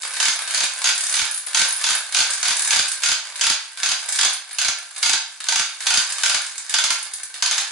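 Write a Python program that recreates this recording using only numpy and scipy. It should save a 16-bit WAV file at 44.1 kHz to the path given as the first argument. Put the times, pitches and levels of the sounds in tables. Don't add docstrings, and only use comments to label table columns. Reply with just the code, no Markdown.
import sys
import numpy as np
from scipy import signal
from scipy.fft import rfft, irfft
from scipy.io import wavfile

SR = 44100
rng = np.random.default_rng(int(sys.argv[2]) if len(sys.argv) > 2 else 0)


def unload_audio(sound):
    columns = np.transpose(np.atleast_2d(sound))
    steps = np.round(np.clip(columns, -1, 1) * 32767)
    wavfile.write(sys.argv[1], SR, steps.astype(np.int16))


N = 340011
EDGE_HZ = 10520
TICK_GAP_S = .0305

# time in seconds, relative rubbing level in dB, relative fine scraping level in dB.
HOSE_PULL = [(0.0, -32.5, -29.5), (0.77, -30.5, -33), (1.11, -34, -30), (1.37, -39, -37.5),
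             (1.59, -38.5, -31), (1.72, -33, -27.5), (2.17, -35, -33), (2.66, -34.5, -27.5),
             (3.04, -31.5, -33.5), (3.19, -39.5, -40), (3.88, -39.5, -40.5), (4.05, -34.5, -33),
             (4.18, -34, -32), (4.37, -43.5, -43), (5.02, -45, -37.5), (5.1, -42, -40), (5.36, -47, -39),
             (5.83, -36.5, -38.5), (6.07, -35, -30.5), (6.26, -35.5, -31.5), (6.5, -42.5, -35.5),
             (6.93, -36.5, -35), (7.08, -43.5, -40), (7.36, -42.5, -39), (7.59, -32.5, -40),
             (7.7, -34, -40)]

# first drop in seconds, first gap in seconds,
# change of each next gap in seconds, relative level in dB, relative thump level in dB,
# lead of the knock before the first drop in seconds, relative knock level in dB.
TOOTH_ROWS = [(.2011, 0.026, 0.001, .5, -1.5, .065, 1), (.5455, .0301, -0.00064, -2, -1.5, 0.07, 4.5),
              (.842, .014, 0.0018, .5, -3.5, .063, -6), (1.1406, 0.026, -.001, -2.5, 1, .05, -3),
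              (1.5464, 0.025, -0.002, 1.5, 4, .063, -3), (1.8405, .0255, -.004, -1.5, -4, .047, -1),
              (2.146, 0.022, -0.0026, 1, 1.5, 0.023, 4.5), (2.4285, 0.028, -0.0021, -1.5, -3, 0.052, -6),
              (2.7067, 0.025, 0.0033, 1, 3, .05, -2), (3.0345, 0.025, 0.0022, .5, 1, .014, 2),
              (3.411, 0.026, 0.0035, 1.5, 3, 0.054, 0), (3.832, 0.028, 0, -1.5, -4, 0.059, -0.5),
              (4.1884, .0225, -0.0024, 1, 1, 0.058, 1), (4.585, .0298, .0029, -1, -1, .075, -5),
              (5.0285, 0.031, .0036, 2, 4, 0.067, -2.5), (5.486, 0.036, .0004, .5, -0.5, 0.083, -1),
              (5.868, 0.036, -0.00086, 2, 3.5, 0.063, 2), (6.2344, .025, 0.012, 1, -3, 0.051, 3.5),
              (6.74, 0.045, 0.0096, 2, -4, .045, 0), (7.4237, 0.036, 0.016, 0, -8, .083, -1)]
# bright snap, dull clank and low thump, all in relative dB.
TEETH = [(-0.93, -12, -58.5), (-2.8, -14, -53), (-2.5, -14.5, -44.5), (-2, -13, -41)]

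# first in seconds,
# last in seconds, relative level in dB, share of thin squeak from 0 to 1.
REEL_TICKS = [(.9778, 1.1542, -16, 0.22), (1.3109, 1.376, -17, 0.82), (1.464, 1.464, -23, 1),
              (1.686, 1.761, -17, 0.96), (1.951, 1.951, -16, 1), (2.3055, 2.334, -15, 0.07),
              (2.5667, 2.6745, -15, .15), (2.882, 2.9163, -16, 0.26), (4.088, 4.1582, -15.5, .05),
              (4.3307, 4.3311, -17.5, .63), (4.5294, 4.5294, -25.5, .95), (4.98, 4.98, -22, 0.7),
              (6.122, 6.122, -17, 0.1), (6.4647, 6.4647, -22.5, 0), (6.5794, 6.5794, -20, 0),
              (6.695, 6.695, -20.5, 0.2), (7.027, 7.027, -21, .56), (7.1351, 7.1355, -19, 0.48),
              (7.232, 7.232, -22, 0.23)]

# frequency in Hz, width in Hz, height above the smooth spectrum in dB.
DRUM_MODES = [(750, 40, 5), (911, 30, 9), (1384, 22, 11), (1430, 18, 9), (1469, 18, 9), (1541, 14, 14.5),
              (1582, 26, 12), (1720, 50, 4), (2220, 50, 3), (3480, 45, 4), (3683, 22, 7), (3800, 70, 3),
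              (4154, 14, 5), (4281, 45, 5), (4632, 16, 5), (4724, 20, 9), (4774, 20, 9), (4855, 35, 7),
              (5064, 14, 8), (5476, 14, 5), (5518, 22, 5), (6140, 25, 6), (6300, 40, 4), (6405, 50, 9.5),
              (6798, 18, 8), (7450, 60, 3), (7820, 100, 2.5)]
HUB_MODES = [(1570, 40, 11), (1720, 45, 8), (2240, 60, 6), (3720, 90, 9), (4300, 140, 7), (4850, 90, 7),
             (5040, 40, 12), (6180, 120, 4), (6750, 150, 4), (7480, 60, 6), (7850, 150, 3)]
BRACKET_MODES = [(105, 12, 2.5), (161, 15, 6), (213, 40, 9.5), (291, 14, 6.5)]

# frequency in Hz, relative level in dB.
RUB_COLOUR = [(100, -77), (250, -39.5), (500, -9), (900, -0.5), (1500, 0.5), (2700, 0), (4500, -3.5),
              (5600, -3.5), (10500, 1)]
KNOCK_COLOUR = [(100, -59.5), (350, -26), (800, -8.5), (1500, -3.5), (3000, -1.5), (5500, -5), (10500, 0)]
CLACK_COLOUR = [(100, -37.5), (350, -36), (600, -7.5), (1000, -3), (1300, -1.5), (1850, -0.5), (2300, 0),
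                (3500, -2), (4800, -2), (5800, -3), (6600, -1.5), (7300, -4), (8500, -8.5), (10500, -4.5)]
THUMP_COLOUR = [(20, -2.5), (100, -2), (210, -9), (330, -4.5), (600, -10.5), (2000, -57)]
TICK_COLOUR = [(100, -79), (700, -22), (1500, -7.5), (3500, -7.5), (5400, -3.5), (6300, 1), (8000, 2.5),
               (9500, 4.5), (10500, -7)]
SQUEAK_COLOUR = [(100, -92), (5000, -28.5), (8800, -16.5), (9650, 15.5), (10100, 7.5), (10600, 6.5)]

# frequency in Hz, time to fall by 60 dB in seconds.
GARAGE_DECAY = [(200, 0.067), (660, 0.49), (1700, 0.49), (4600, .48), (10000, 0.26)]
# frequency in Hz, left-right correlation from 0 to 1.
MIC_LIKENESS = [(200, 0), (600, 0.69), (1500, 0.86), (3000, 0.48), (5500, 0.31), (9000, 0.14)]
# frequency in Hz, left minus right in dB.
MIC_BALANCE = [(200, 3), (700, -2.5), (1500, -1.1), (5000, -1.7), (9000, -1)]


def gain_of(db):
    return 10 ** (np.asarray(db) / 20)


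def unit(x):
    return x / np.sqrt(np.sum(x ** 2, -1, keepdims=True) + 1e-20)


def read(points, hz):
    f, value = np.transpose(points)
    return np.interp(np.log(hz + 1), np.log(f + 1), value)


def add(mix, s, sound):
    start = max(round(s * SR), 0)
    part = mix[:, start:][:, :sound.shape[-1]]
    part += sound[:, :part.shape[1]]


def through(x, response):
    return signal.oaconvolve(x, np.atleast_2d(response), axes=1)[:, :x.shape[1]]


def colour(points, peaks=(), size=16384):
    hz = abs(np.fft.fftfreq(size, 1 / SR))
    lift = sum((gain_of(db) ** 2 - 1) / (1 + (2 * (hz - f) / width) ** 2) for f, width, db in peaks)
    gain = gain_of(read(points, hz)) * np.sqrt(np.maximum(1 + lift, .5))
    in_band_energy = np.mean(gain ** 2 * (hz < EDGE_HZ))
    log_gain = np.log(gain / np.sqrt(in_band_energy))
    return np.fft.ifft(np.exp(np.conj(signal.hilbert(log_gain)))).real


def pair(x):
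    a, b = rfft(x)
    same = read(MIC_LIKENESS, np.fft.rfftfreq(x.shape[1], 1 / SR))
    return irfft([a, same * a + np.sqrt(1 - same ** 2) * b], x.shape[1])


def burst(t60, rise_s=0.00028, size=4096):
    t = np.arange(size) / SR
    noise = pair(rng.standard_normal((2, size)))
    return unit(noise * gain_of(-60 * t / t60) * (1 - np.exp(-t / rise_s)))


def half_turns():
    starts = np.transpose(TOOTH_ROWS)[0]
    before, after = 2 * starts[0] - starts[1], 2 * starts[-1] - starts[-2]
    starts = np.r_[before, starts, after]
    return np.interp(np.arange(N) / SR, starts, np.arange(len(starts)))


def puffs(size, t60):
    power = signal.lfilter([1], [1, -gain_of(-120 / (t60 * SR))], size ** 2)
    return np.sqrt(power / power.mean()) * pair(rng.standard_normal((2, N)))


def friction(per_s, spread_db, t60):
    size = gain_of(spread_db * np.minimum(rng.exponential(1, N), 4))
    return puffs(size * (rng.random(N) < per_s / SR), t60)


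def drag(level_db, swing_db, peak_at):
    pull_db = np.interp(np.arange(N) / SR, np.transpose(HOSE_PULL)[0], level_db)
    return gain_of(pull_db + swing_db * np.cos(2 * np.pi * (half_turns() - peak_at)))


def chatter(spread_db=3.5, t60=0.058, count=11):
    steps = np.diff(np.floor(count * half_turns()), append=0) > 0
    return puffs(steps * gain_of(spread_db * np.clip(rng.standard_normal(N), -2, 2)), t60)


def hose(rub_db=-1.5, scrape_db=-6.5, squeak_db=-6, rattle_db=-8):
    _, rubbing, scraping = np.transpose(HOSE_PULL)
    rub = drag(rubbing, swing_db=2.5, peak_at=0.2) * friction(per_s=200, spread_db=6.0, t60=0.034)
    scrape = drag(scraping, swing_db=2.5, peak_at=0.24) * friction(per_s=440, spread_db=5.5, t60=.02)
    slips = drag(scraping, swing_db=2.0, peak_at=0.2) * chatter()
    rub_and_rattle = through(gain_of(rub_db) * rub + gain_of(rattle_db) * slips, colour(RUB_COLOUR, HUB_MODES))
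    fine_scrape = gain_of(scrape_db) * through(scrape, colour(TICK_COLOUR, HUB_MODES))
    squeak = gain_of(squeak_db) * through(slips, colour(SQUEAK_COLOUR))
    return rub_and_rattle + fine_scrape + squeak


def hum(hz=303, width_hz=22, level_db=-78):
    band = np.exp(-((np.fft.rfftfreq(N, 1 / SR) - hz) / width_hz) ** 2)
    noise = pair(rng.standard_normal((2, N)))
    return gain_of(level_db) * np.sqrt(N) * unit(irfft(rfft(noise) * band, N))


def knocks(level_db=-2.5, t60=0.059, ride_db=-39, climb_db=5):
    blows, ride = np.zeros((2, 2, N))
    for s, *_, lead, db in TOOTH_ROWS:
        add(blows, s - lead, gain_of(level_db + db) * burst(t60))
        climb = np.linspace(0, climb_db, round(lead * SR))
        add(ride, s - lead, gain_of(ride_db + db + climb)[None])
    scrape = ride * friction(per_s=300, spread_db=5.5, t60=.025)
    return through(blows + scrape, colour(KNOCK_COLOUR, HUB_MODES))


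def drops():
    found = []
    for s, gap, growth, db, thump_db, *_ in TOOTH_ROWS:
        for k, (snap, clank, thump) in enumerate(TEETH):
            time = s + k * gap + growth * k * (k - 1) / 2
            found.append((time, db + snap, db + clank, thump_db + thump))
    return found


def pawl(snap_db=14, clank_db=17, strike_db=-7, strike_t60=0.0034, crack_t60=0.063,
         body_db=-4, body_t60=0.24, clank_t60=0.056, rebound_db=-8, rebound_s=.0024,
         alike=0.17, split_hz=2400):
    snaps, clanks = np.zeros((2, 2, N))
    own = burst(crack_t60)
    for s, bright, dull, _ in drops():
        crack = np.sqrt(alike) * own + np.sqrt(1 - alike) * burst(crack_t60)
        crack += gain_of(body_db) * burst(body_t60)
        crack += gain_of(strike_db) * burst(strike_t60)[0]
        add(crack, rebound_s * rng.uniform(0.91, 1.2), gain_of(rebound_db) * burst(t60=0.013))
        add(snaps, s, gain_of(bright + snap_db) * unit(crack))
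        add(clanks, s, gain_of(dull + clank_db) * burst(clank_t60, rise_s=0.0013))
    high = signal.butter(4, split_hz, "high", fs=SR, output="sos")
    low = signal.butter(4, split_hz, "low", fs=SR, output="sos")
    blows = signal.sosfilt(high, snaps) + signal.sosfilt(low, clanks)
    return through(blows, colour(CLACK_COLOUR, DRUM_MODES))


def thumps(level_db=26, t60=0.086):
    jolts = np.zeros((2, N))
    for s, _, _, db in drops():
        add(jolts, s, gain_of(db + level_db) * burst(t60, rise_s=0.0025))
    return through(jolts, colour(THUMP_COLOUR, BRACKET_MODES))


def reel_ticks(level_db=21, t60=0.058):
    ticks, squeaks = np.zeros((2, 2, N))
    for first, last, db, squeak in REEL_TICKS:
        count = 1 + round(abs(last - first) / TICK_GAP_S)
        for s in np.linspace(first, last, count):
            tick = gain_of(db + level_db) * burst(t60)
            add(ticks, s, np.sqrt(1 - squeak) * tick)
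            add(squeaks, s, np.sqrt(squeak) * tick)
    return through(ticks, colour(TICK_COLOUR, HUB_MODES)) + through(squeaks, colour(SQUEAK_COLOUR))


def room_tail(build_s=0.0057):
    hz, t, z = signal.stft(pair(rng.standard_normal((2, SR))), SR, nperseg=256)
    decay = gain_of(-60 * t / read(GARAGE_DECAY, hz)[:, None])
    tail = signal.istft(z * decay, SR, nperseg=256)[1]
    s = np.arange(tail.shape[1]) / SR
    return unit(tail * (1 - np.exp(-(s / build_s) ** 2)))


def garage(x, wet_db=-1, count=5, cycles_per_s=1.4):
    place = count * cycles_per_s * np.arange(N) / SR
    wet = np.zeros((2, N))
    for k in range(count):
        distance = np.minimum(abs((place - k) % count - 1), 1)
        wet += through(x * np.cos(np.pi / 2 * distance), room_tail())
    return x + gain_of(wet_db) * wet


def scene():
    reel = hose() + knocks() + pawl() + reel_ticks()
    return garage(reel) + thumps() + hum()


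def record(dry):
    tilt_db = read(MIC_BALANCE, np.fft.rfftfreq(N, 1 / SR))
    heard = irfft(rfft(dry) * gain_of([tilt_db / 2, -tilt_db / 2]), N)
    edge = signal.firwin(1023, EDGE_HZ, window=("kaiser", 8), fs=SR)[None]
    heard = signal.oaconvolve(heard, edge, "same")
    heard = heard / (1 + (heard / .85) ** 6) ** (1 / 6)
    return signal.oaconvolve(heard, edge, "same")


dry = scene()
out = record(dry)
unload_audio(out)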